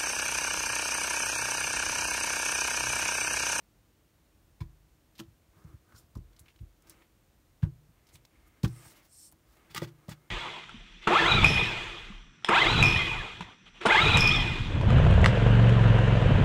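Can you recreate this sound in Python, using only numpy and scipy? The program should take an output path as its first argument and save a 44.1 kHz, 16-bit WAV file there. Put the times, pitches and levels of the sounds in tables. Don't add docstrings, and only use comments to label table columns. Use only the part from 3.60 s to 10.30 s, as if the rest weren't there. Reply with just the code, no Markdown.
import sys
import numpy as np
from scipy import signal
from scipy.fft import rfft, irfft, next_fast_len
from scipy.io import wavfile

SR = 44100
rng = np.random.default_rng(int(sys.argv[2]) if len(sys.argv) > 2 else 0)


def rack_gain(trim_db):
    fader = np.asarray(trim_db, float)
    return 10 ** (fader / 20)


def wav_record(signal):
    frames = np.transpose(np.atleast_2d(signal))
    bounded = np.clip(frames, -1, 1)
    quanta = np.round(bounded * 32767).astype(np.int16)
    wavfile.write(sys.argv[1], SR, quanta)


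N = 295558

# [frequency_hz, density_db_per_hz]
FLOOR_SPECTRUM = [(15, -57), (25, -5), (53, 0), (76, -4), (150, -9), (176, -11.5), (329, -15.5),
                  (367, -18.5), (551, -19), (805, -22.5), (4820, -31.5), (9240, -33), (10400, -35.5),
                  (12300, -32.5), (15800, -33.5), (16300, -40)]
# [frequency_hz, width_hz, removed_share]
PORT_DIPS = [(4900, 200, .3), (7750, 400, .25), (10450, 600, .3), (13400, 500, .15)]
# [pitch_hz, level_db_rms]
WHINES = [(6988, -99), (8985, -96), (12575, -98)]

# [start_s, length_s, level_db, brightness_hz]
CLOTH_MOVES = [(1.87, .35, -68.5, 1350), (2.2, .28, -70, 1400), (2.62, .36, -76.5, 1600),
               (3.18, .33, -66.5, 2200), (4.3, .2, -76, 2300), (4.4, .26, -72, 2500),
               (4.65, .45, -73.5, 2400), (5.02, .3, -67, 2200), (5.15, .36, -65, 2380),
               (5.45, .17, -76, 1900), (5.77, .2, -76, 1500), (5.87, .36, -68, 2100), (6.15, .4, -73, 1700),
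               (6.4, .5, -73, 1500)]
# [brightness_share, density_db_per_hz]
CLOTH_SPECTRUM = [(.1, -10), (.3, -2), (.6, -6.5), (.85, -1.5), (1.15, -6.5), (1.45, -13), (1.9, -20),
                  (4, -22)]
# [frequency_hz, width_hz, level_db]
CLOTH_FOLDS = [(1250, 60, -13), (1600, 70, -19), (2120, 50, -13)]
# [start_s, length_s, first_hz, last_hz, level_db]
RUBS = [(2.28, .05, 1500, 1500, -72), (2.34, .05, 1600, 1250, -68), (2.37, .03, 5500, 5400, -68),
        (2.375, .025, 7000, 7100, -64), (2.37, .04, 8500, 8500, -68), (2.03, .12, 330, 300, -68),
        (5.55, .14, 5450, 5500, -71), (4.73, .065, 1700, 2750, -73), (4.78, .15, 1220, 1230, -79),
        (4.8, .05, 1850, 1900, -78), (4.87, .1, 2150, 2050, -77), (5.18, .08, 1200, 1240, -74),
        (5.3, .13, 1250, 1200, -74), (5.33, .08, 2980, 2950, -76)]

# [start_s, length_s, level_db]
GLIDES = [
    (5.03, .33, -66.5),
    (5.45, .27, -58.5),
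]
# [start_s, length_s, level_db]
DRAGS = [
    (5.06, .2, -66),
    (5.2, .17, -59.5),
    (5.31, .12, -65),
    (5.4, .11, -67),
    (5.59, .12, -70),
    (5.84, .18, -72),
]
# [frequency_hz, density_db_per_hz]
GLIDE_SPECTRUM = [(1760, -50), (3000, -23), (3830, -20), (4440, -9), (4800, -15), (5440, -9), (6400, -10),
                  (7560, -4.5), (8400, -9), (10800, -11), (14900, -14), (16000, -30)]
# [frequency_hz, density_db_per_hz]
DRAG_SPECTRUM = [(1470, -11.5), (2500, -13), (4050, -9), (5560, -8.5), (7590, -12), (8460, -14),
                 (16000, -9.5)]
# [frequency_hz, width_hz, level_db]
AIR_GAP = [(5400, 300, -1), (6500, 300, -14), (8400, 380, 6), (9850, 350, 4.5), (13000, 500, -18),
           (14600, 400, -8)]

# [start_s, peak_db, rise_s, hold_s]
LID_SCRAPES = [(6.088, -56, .022, .008), (6.126, -59.5, .018, .003), (6.146, -42, .00091, .0054),
               (6.155, -39, .007, .017), (6.182, -56.5, .0058, .032), (6.217, -51, .0016, .0048),
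               (6.224, -49.5, .0066, .018), (6.265, -61.5, .0094, .015), (6.479, -61.5, .003, .011),
               (6.492, -58, .002, .0079), (6.501, -51.5, .012, .015)]
# [frequency_hz, width_hz, level_db]
LID_SHELL = [(850, 97, 9), (1240, 51, 12.5), (1433, 31, 4), (1952, 58, 13), (2200, 46, 0), (2800, 60, 2),
             (3430, 70, 5), (3670, 55, -6), (4530, 74, 2), (5260, 69, 4.5)]
# [frequency_hz, density_db_per_hz]
SCRAPE_SPECTRUM = [(300, -33), (600, -30), (1230, 0), (1900, -1.5), (2650, -2.5), (4600, -5.5),
                   (8000, -12.5), (11000, -18.5), (15500, -13.5)]
# [start_s, level_db]
LID_THUDS = [
    (6.146, -50),
    (6.19, -61),
    (6.217, -41),
    (6.232, -61),
    (6.481, -50),
    (6.492, -61),
]
# [start_s, level_db]
LID_CATCHES = [(6.148, -39), (6.161, -38), (6.166, -39), (6.173, -37), (6.1765, -36), (6.179, -38),
               (6.219, -43), (6.237, -51), (6.245, -49.5), (6.491, -53), (6.517, -49.5)]

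# [start_s, peak_db, brightness_hz, t60_s]
SNAPS = [(1.5536, -62.5, 4200, .12), (1.5806, -56, 4300, .12), (1.6, -43, 2920, .015),
         (2.323, -60, 1180, .084), (2.5528, -59, 5300, .059), (2.7318, -67, 3800, .027),
         (2.7643, -61, 4200, .04), (2.7925, -58, 9000, .073), (2.9608, -62, 3000, .025),
         (3.2218, -65, 8000, .02), (3.271, -64, 5060, .13), (3.2962, -52, 11000, .02),
         (3.4206, -60, 2200, .035), (4.4688, -64, 5300, .077), (4.4889, -64, 4300, .1),
         (4.6513, -54, 4500, .024), (5.7149, -63, 12500, .024), (5.7233, -63, 12000, .025),
         (5.7233, -66, 4500, .03), (6.148, -42, 9000, .011), (6.217, -62, 7000, .019),
         (6.4824, -58, 4500, .032), (6.4924, -53, 8000, .081)]
# [start_s, peak_db, brightness_hz, t60_s]
CRACKLES = [(1.004, -58, 4000, .1), (1.004, -56, 1600, .1), (1.589, -46.5, 3100, .055),
            (1.593, -54, 6000, .06), (1.633, -68, 3000, .05), (2.038, -69, 5500, .05),
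            (2.569, -63, 5500, .04), (2.856, -65, 2400, .1), (2.88, -60.5, 2400, .09),
            (2.899, -63.5, 2740, .042), (2.988, -64.5, 2700, .043), (3.005, -78, 13000, .12),
            (3.298, -57, 5700, .12), (4.033, -58, 2200, .026), (4.552, -53, 3500, .05),
            (5.03, -44, 4800, .08), (5.043, -39.5, 2720, .057), (5.075, -56, 5000, .067),
            (6.175, -36, 4530, .042)]
# [start_s, peak_db, brightness_hz, t60_s]
SLAPS = [(1.59, -53, 1140, .04), (1.601, -52, 1200, .05), (2.345, -63, 1400, .12), (2.552, -54, 1050, .044),
         (4.024, -53.5, 1500, .069), (4.027, -50, 960, .09), (4.044, -63, 1190, .1), (5.036, -50, 880, .12),
         (5.037, -52, 1500, .06), (5.044, -39, 1380, .065), (5.25, -54, 1000, .07), (5.721, -62, 900, .074)]
# [start_s, peak_db, brightness_hz, t60_s]
PEELS = [
    (2.33, -60, 5000, .22),
    (2.35, -68, 12000, .15),
    (4.51, -60, 7650, .1),
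    (4.845, -72, 13000, .06),
]
# [rows, rise_s, crisp_db at 4 kHz]
CONTACT_KINDS = [
    (SNAPS, .0008, -5),
    (CRACKLES, .0033, -7),
    (SLAPS, .0035, -17),
    (PEELS, .035, -10),
]
# [start_s, peak_db, pitch_hz]
FIBRE_TICKS = [(1.5612, -56, 3400), (1.5676, -58, 3500), (1.5729, -56, 3300), (1.585, -50, 3600),
               (1.5864, -50, 4200), (1.591, -45, 2800), (1.5933, -35, 3200), (1.6, -40, 5500),
               (1.6346, -55, 3500), (2.7891, -52, 3800), (2.7945, -48, 4000), (2.8593, -56, 2800),
               (2.8627, -52, 2100), (2.8746, -56, 1900), (2.8825, -55, 2600), (2.8874, -51, 2500),
               (2.904, -53, 3000), (2.9252, -61, 2900), (2.9899, -57, 3000), (3.2879, -52, 6300),
               (3.3064, -44, 5500), (4.0237, -49, 3000), (4.0369, -43, 1800), (4.5016, -57, 3900),
               (4.552, -49, 3900), (4.5573, -42, 7100), (5.0337, -36, 3600), (5.0452, -33, 2800),
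               (5.0478, -31, 1400), (6.0965, -54, 1900), (6.148, -30, 2900), (6.2016, -41, 2500),
               (6.4924, -40, 3500)]
# [start_s, level_db]
LANDINGS = [
    (1.005, -49),
    (1.016, -53),
    (2.555, -67),
    (4.03, -56),
    (4.556, -68),
    (4.649, -69),
    (5.047, -46),
]
# [frequency_hz, level_db, t60_s]
BLOCK_MODES = [(1000, 4, .032), (2280, -3, .025), (3450, 0, .025), (4100, -6, .02), (4650, -9, .02)]

# [frequency_hz, level_db, t60_s]
CARD_FLAP = [(220, -41, .1), (903, -58, .06), (1030, -50, .07), (1315, -51, .05)]
BLOCK_ROCK = [(122, -22, .2), (185, -34, .15), (316, -36, .14), (345, -40, .12), (415, -48, .1)]
LID_DROP = [(345, -34, .2), (566, -32, .07), (819, -52, .05)]
STAMP_SEAT = [(145, -36, .28), (312, -48, .2), (554, -54, .15)]
# [start_s, modes]
OWN_RINGS = [
    (1.599, CARD_FLAP),
    (5.0508, BLOCK_ROCK),
    (6.2192, LID_DROP),
    (4.042, STAMP_SEAT),
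]

# [frequency_hz, level_db, t60_s]
SWAY_MODES = [(45.6, -6, 0.57), (72, -0.5, 0.38)]
# [frequency_hz, level_db, t60_s]
TOP_MODES = [(105.8, -8, 0.25), (122.7, 6, 0.31), (150.5, 1.5, 0.51), (190, 10.5, 0.09), (254, -22, 0.36)]
# [frequency_hz, level_db, t60_s]
BOARD_MODES = [(330, 6, .16), (430.7, -9, 0.087), (570.5, -6.5, 0.092), (652, -15, 0.11), (855, -4, 0.061),
               (920, -8, 0.083), (1040, -6, 0.069), (1400, -9, 0.067)]
# [frequency_hz, density_db_per_hz]
DENSE_MODES = [(40, -31), (90, 2.5), (160, 14.5), (250, -0.5), (400, -6), (600, -23), (1000, -43)]
# [start_s, peak_db, push_hz, board_db (high for a hard edge)]
PAD_DABS = [
    (2.042, -43, 135, -43),
    (2.551, -34.5, 99.6, -36),
    (2.565, -41, 75.6, -33),
    (2.798, -53, 90.5, -38),
    (3.014, -42.5, 72, -43),
]
MID_PRESSES = [
    (1.0047, -29.5, 115, -23),
    (1.022, -48, 100, -25),
    (3.0, -38.5, 91, -23),
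    (5.256, -53, 125, -15),
]
SIDE_PRESSES = [
    (4.026, -16, 124, -36),
    (4.056, -29, 112, -25),
    (6.509, -43, 162, -21),
]
LID_BUMPS = [
    (6.154, -42.5, 150, -20),
    (6.175, -39, 155, -13),
    (6.2165, -31, 165, -24),
    (6.2225, -31.5, 150, -19),
]
EDGE_TAPS = [
    (2.561, -40, 242, -16),
    (5.0345, -30, 321, -13),
    (2.5635, -42, 300, -25),
    (6.2178, -36, 480, -15),
]
SET_DOWNS = [
    (5.0335, -16, 149.3, -28.5),
    (5.0485, -25, 124, -25),
    (2.133, -43, 94.4, -21),
    (1.6745, -49.5, 109, -32),
    (6.481, -34, 152.4, -32),
]
NUDGES = [(0.691, -69, 73, -20), (1.96, -58, 125, -25), (1.592, -48, 218, -4), (1.6008, -57, 200, 7),
          (2.332, -51, 92, -36), (2.419, -57.5, 73, -17), (3.278, -58.5, 105, -9), (4.281, -54.5, 117, -29),
          (4.534, -53.5, 100.4, -34.5), (5.723, -62, 70.6, -5), (6.099, -55, 143, -20)]
# [blows, sway_db, tail_db]
PLACES = [
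    (PAD_DABS, -6, 0.5),
    (MID_PRESSES, -9.5, -4.5),
    (SIDE_PRESSES, -24, -7),
    (SET_DOWNS, -30, -2.5),
    (LID_BUMPS, -38, -1),
    (EDGE_TAPS, -32, -4.5),
    (NUDGES, -21, 6),
]


def rms_one(x):
    return x / np.sqrt(np.mean(x ** 2) + 1e-20)


def drift(rate_hz):
    step = 40
    r = np.exp(-2 * step * np.pi * rate_hz / SR)
    white = rng.standard_normal(N // step + 2002)
    slow = signal.lfilter([1], [1, -2 * r, r * r], white)[2000:]
    return np.interp(np.arange(N) / step, np.arange(len(slow)), rms_one(slow))


def colour(x, spectrum):
    hz, db = np.transpose(sorted(spectrum))
    size = next_fast_len(len(x))
    bins_hz = np.maximum(np.arange(size // 2 + 1) * SR / size, 1)
    gain = rack_gain(np.interp(np.log(bins_hz), np.log(hz), db))
    return rms_one(irfft(rfft(x, size) * gain, size)[:len(x)])


def grains(per_s, spread_db):
    sizes = rack_gain(spread_db * np.minimum(rng.exponential(1, N), 5)) * rng.choice([-1, 1], N)
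    slips = sizes * (rng.random(N) < per_s / SR)
    return rms_one(slips + 0.4 * rng.standard_normal(N))


def ring(x, hz, t60):
    r, w = rack_gain(-60 / (t60 * SR)), 2 * np.pi * hz / SR
    return signal.lfilter([0, np.sin(w)], [1, -2 * r * np.cos(w), r * r], x + 1e-18)


def resonance(x, hz, width_hz):
    r = np.exp(-np.pi * width_hz / SR)
    zeros = np.array([1, 0, -1]) * (1 - r * r) / 2
    return signal.lfilter(zeros, [1, -2 * r * np.cos(2 * np.pi * hz / SR), r * r], x)


def stroke(rise, hold, t60, size):
    t = np.arange(size) / SR
    attack = np.clip(t / max(rise, 2e-4), 0, 1) ** 2
    return attack * rack_gain(-60 * np.maximum(t - rise - max(hold, 0), 0) / max(t60, .003))


def swells(rows, rise, fall):
    power = np.zeros(N)
    for s, length, db in rows:
        t = np.arange(round(length * SR)) / SR
        ramp = np.clip(np.minimum(t / rise, (length - t) / fall), 0, 1)
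        add(power, s, (rack_gain(db) * np.sin(np.pi / 2 * ramp) ** 2) ** 2)
    return np.sqrt(power)


def add(out, s, piece):
    i = round(s * SR)
    out[i:i + len(piece)] += piece[:N - i]


def room_floor():
    noise = colour(rng.standard_normal(N), FLOOR_SPECTRUM)
    rumble = signal.sosfilt(signal.butter(2, 160, fs=SR, output="sos"), noise)
    lumps = rack_gain(2.2 * drift(5)) - 1
    stirred = rms_one(resonance(rng.standard_normal(N), 316, 26)) * rack_gain(drift(4.5))
    for hz, width, share in PORT_DIPS:
        noise = noise - share * resonance(noise, hz, width)
    t = np.arange(N) / SR
    whine = sum(rack_gain(db + 3) * np.sin(2 * np.pi * hz * t) for hz, db in WHINES)
    return whine + rack_gain(-65.5) * (noise + rumble * lumps + rack_gain(-13.5) * stirred)


def room(x):
    t60_s, wall_cut_hz = 0.2, 1850
    size = next_fast_len(N + SR)
    w = 2 * np.pi * np.arange(size // 2 + 1) / size
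    dull = 1 / (1 + 1j * w * SR / (2 * np.pi * wall_cut_hz))
    echo = 0
    for k, lag in enumerate(rng.uniform(.008, 0.033, 8) * SR):
        loop = rack_gain(-60 * lag / SR / t60_s) * dull * np.exp(-1j * w * lag)
        echo = echo + (-1) ** k * loop / (1 - loop)
    return irfft(rfft(x, size) * echo, size)[:N]


def cloth_moves():
    out, fibres = np.zeros(N), grains(3000, spread_db=2.3)
    dull_hz, bright_hz, edge_s = 1350, 2500, .13
    dull = colour(fibres, [(share * dull_hz, db) for share, db in CLOTH_SPECTRUM])
    bright = colour(fibres, [(share * bright_hz, db) for share, db in CLOTH_SPECTRUM])
    body = rms_one(resonance(fibres, 321, 32))
    for hz, width, db in CLOTH_FOLDS:
        body = body + rack_gain(db + 3.5 * drift(6)) * rms_one(resonance(fibres, hz, width))
    for s, length, rustle_db, hz in CLOTH_MOVES:
        mix = np.clip((hz - dull_hz) / (bright_hz - dull_hz), 0, 1)
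        rustle = (1 - mix) * dull + mix * bright + rack_gain(-4) * body
        out += swells([(s, length, rustle_db)], edge_s, edge_s) * rustle
    return out * rack_gain(1.2 * drift(30))


def rubs():
    out = np.zeros(N)
    white = rng.standard_normal((len(RUBS), 2, SR // 5))
    for (s, length, first_hz, last_hz, rub_db), noise in zip(RUBS, white):
        share = np.clip(np.arange(SR // 5) / SR / length, 0, 1)
        phase = 2 * np.pi * np.cumsum(first_hz + (last_hz - first_hz) * share) / SR
        narrow = signal.butter(2, .03 * first_hz, fs=SR, output="sos")
        a, b = rms_one(signal.sosfilt(narrow, noise))
        add(out, s, rack_gain(rub_db) * np.sin(np.pi * share) * (a * np.cos(phase) + b * np.sin(phase)))
    return out


def block_slide():
    tooth = grains(12000, spread_db=2.0)
    bands = sum(rack_gain(db) * resonance(tooth, hz, width) * (-1) ** k
                for k, (hz, width, db) in enumerate(AIR_GAP))
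    whistle = colour(tooth, GLIDE_SPECTRUM) + rack_gain(0.5) * rms_one(bands) * rack_gain(2.5 * drift(25))
    drag = colour(grains(11000, spread_db=3.0), DRAG_SPECTRUM) * rack_gain(1.7 * drift(30))
    return swells(GLIDES, .17, .065) * whistle + swells(DRAGS, .05, .055) * drag


def lid_scrapes():
    out, slips, size = np.zeros(N), grains(6000, spread_db=1.5), SR // 6
    shell = sum(rack_gain(db) * resonance(slips, hz, width) * (-1) ** k
                for k, (hz, width, db) in enumerate(LID_SHELL))
    scrape = colour(slips, SCRAPE_SPECTRUM) + rack_gain(-4.5) * rms_one(shell)
    knock = rms_one(resonance(resonance(slips, 450, 420), 450, 420))
    for s, knock_db in LID_THUDS:
        add(out, s, rack_gain(knock_db) * knock[round(s * SR):][:size] * stroke(.0018, .006, .044, size))
    for s, peak_db, rise, hold in LID_SCRAPES:
        t60 = .052 - .0022 * (peak_db + 50)
        part = slice(round(s * SR), round(s * SR) + size)
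        rough = scrape[part] + rack_gain(-25) * knock[part]
        add(out, s, rack_gain(peak_db) * rough * stroke(rise, hold, t60, size))
    return out


def lid_catches():
    out, click = np.zeros(N), np.r_[1., np.zeros(SR // 8)]
    chances_db = rng.normal(0, 3.5, (len(LID_CATCHES), len(LID_SHELL)))
    for (s, knock_db), chance_db in zip(LID_CATCHES, chances_db):
        shell = 0
        for k, ((hz, width, db), c) in enumerate(zip(LID_SHELL, chance_db)):
            shell = shell + rack_gain(db + c) * ring(click, hz, 2.14 / width) * (-1) ** k
        add(out, s, rack_gain(knock_db - 14) * shell)
    return out


def sticky_contacts():
    out, slips, size = np.zeros(N), grains(8000, spread_db=2.5), SR // 5
    crisp = rms_one(signal.sosfilt(signal.butter(2, 6500, "high", fs=SR, output="sos"), slips))
    click = np.r_[1., np.zeros(size - 1)]
    for rows, rise, top_db in CONTACT_KINDS:
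        for s, peak_db, hz, t60 in rows:
            part = slice(round(s * SR), round(s * SR) + size)
            width_hz = (.6 if hz > 1500 else .3) * hz
            crisp_db = top_db + 5.5 * np.log2(hz / 4000)
            body = rms_one(resonance(slips[part], min(hz, 14000), width_hz)) + rack_gain(crisp_db) * crisp[part]
            sound = body * stroke(rise, 0, t60, size)
            if rise < .0015:
                sound += rack_gain(13) * ring(click, hz, 4.6 / hz)
            add(out, s, rack_gain(peak_db) * sound)
    return out


def block_landings():
    out, slips, size = np.zeros(N), grains(8000, spread_db=2.5), SR // 5
    for s, blow_db in LANDINGS:
        rattle = slips[round(s * SR):][:size] * stroke(0.0004, 0.0025, 0.017, size)
        rattle[0] += 6.0
        add(out, s, rack_gain(blow_db - 22) * sum(rack_gain(db) * ring(rattle, hz, t60) for hz, db, t60 in BLOCK_MODES))
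    return out


def fibre_ticks():
    out, click = np.zeros(N), np.r_[1., np.zeros(SR // 40 - 1)]
    for s, peak_db, hz in FIBRE_TICKS:
        add(out, s, rack_gain(peak_db + 2.5) * ring(click, hz, 7.0 / hz))
    return out


def own_rings():
    out, click = np.zeros(N), np.r_[1., np.zeros(SR // 4)]
    soft = signal.lfilter(np.hanning(16) / 7.5, [1], click)
    for s, modes in OWN_RINGS:
        add(out, s, sum(rack_gain(db) * ring(soft, hz, t60) for hz, db, t60 in modes))
    return out


def table_blows():
    out, t = np.zeros(N), np.arange(SR // 3) / SR
    dense = colour(rng.standard_normal(N + SR), DENSE_MODES)
    dense_decay = rack_gain(-4) * stroke(0.014, 0.0015, 0.14, size=len(t))
    for rows, sway_db, tail_db in PLACES:
        for s, peak_db, push_hz, board_db in rows:
            cycles = t * push_hz - 1.3
            push = np.exp(-(cycles / 0.64) ** 2) * np.cos(2 * np.pi * cycles - 1.85)
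            shove = np.exp(-(cycles / 0.21) ** 2)
            shove = shove / shove.sum()
            sharp = np.exp(-((cycles + 0.51) / 0.062) ** 2)
            sharp = sharp / sharp.sum()
            top = sum(rack_gain(db) * ring(shove, hz, t60) * (-1) ** k for k, (hz, db, t60) in enumerate(TOP_MODES))
            top = top + dense[round(s * SR):][:len(t)] * dense_decay
            sway = sum(rack_gain(db) * ring(shove, hz, t60) for hz, db, t60 in SWAY_MODES)
            board = sum(rack_gain(db) * ring(sharp, hz, t60) for hz, db, t60 in BOARD_MODES)
            blow = push + rack_gain(tail_db - 16.5) * top + rack_gain(sway_db - 4.5) * sway + rack_gain(board_db - 1.5) * board
            add(out, s, rack_gain(peak_db + 3.5) * blow)
    return out


def scene():
    background = room_floor() + cloth_moves() + rubs() + block_slide()
    close = lid_scrapes() + lid_catches() + sticky_contacts() + block_landings() + fibre_ticks() + own_rings()
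    return (background + close + rack_gain(-17) * room(close) + table_blows())[None]


def top_cut(x):
    return signal.sosfilt(signal.butter(12, 16490, fs=SR, output="sos"), x)


def record(dry):
    x = signal.sosfilt(signal.butter(6, 37, "high", fs=SR, output="sos"), dry)
    x = signal.sosfilt(signal.ellip(10, .5, 45, 15750, fs=SR, output="sos"), x)
    return top_cut(x)


dry = scene()
out = record(dry)
wav_record(out)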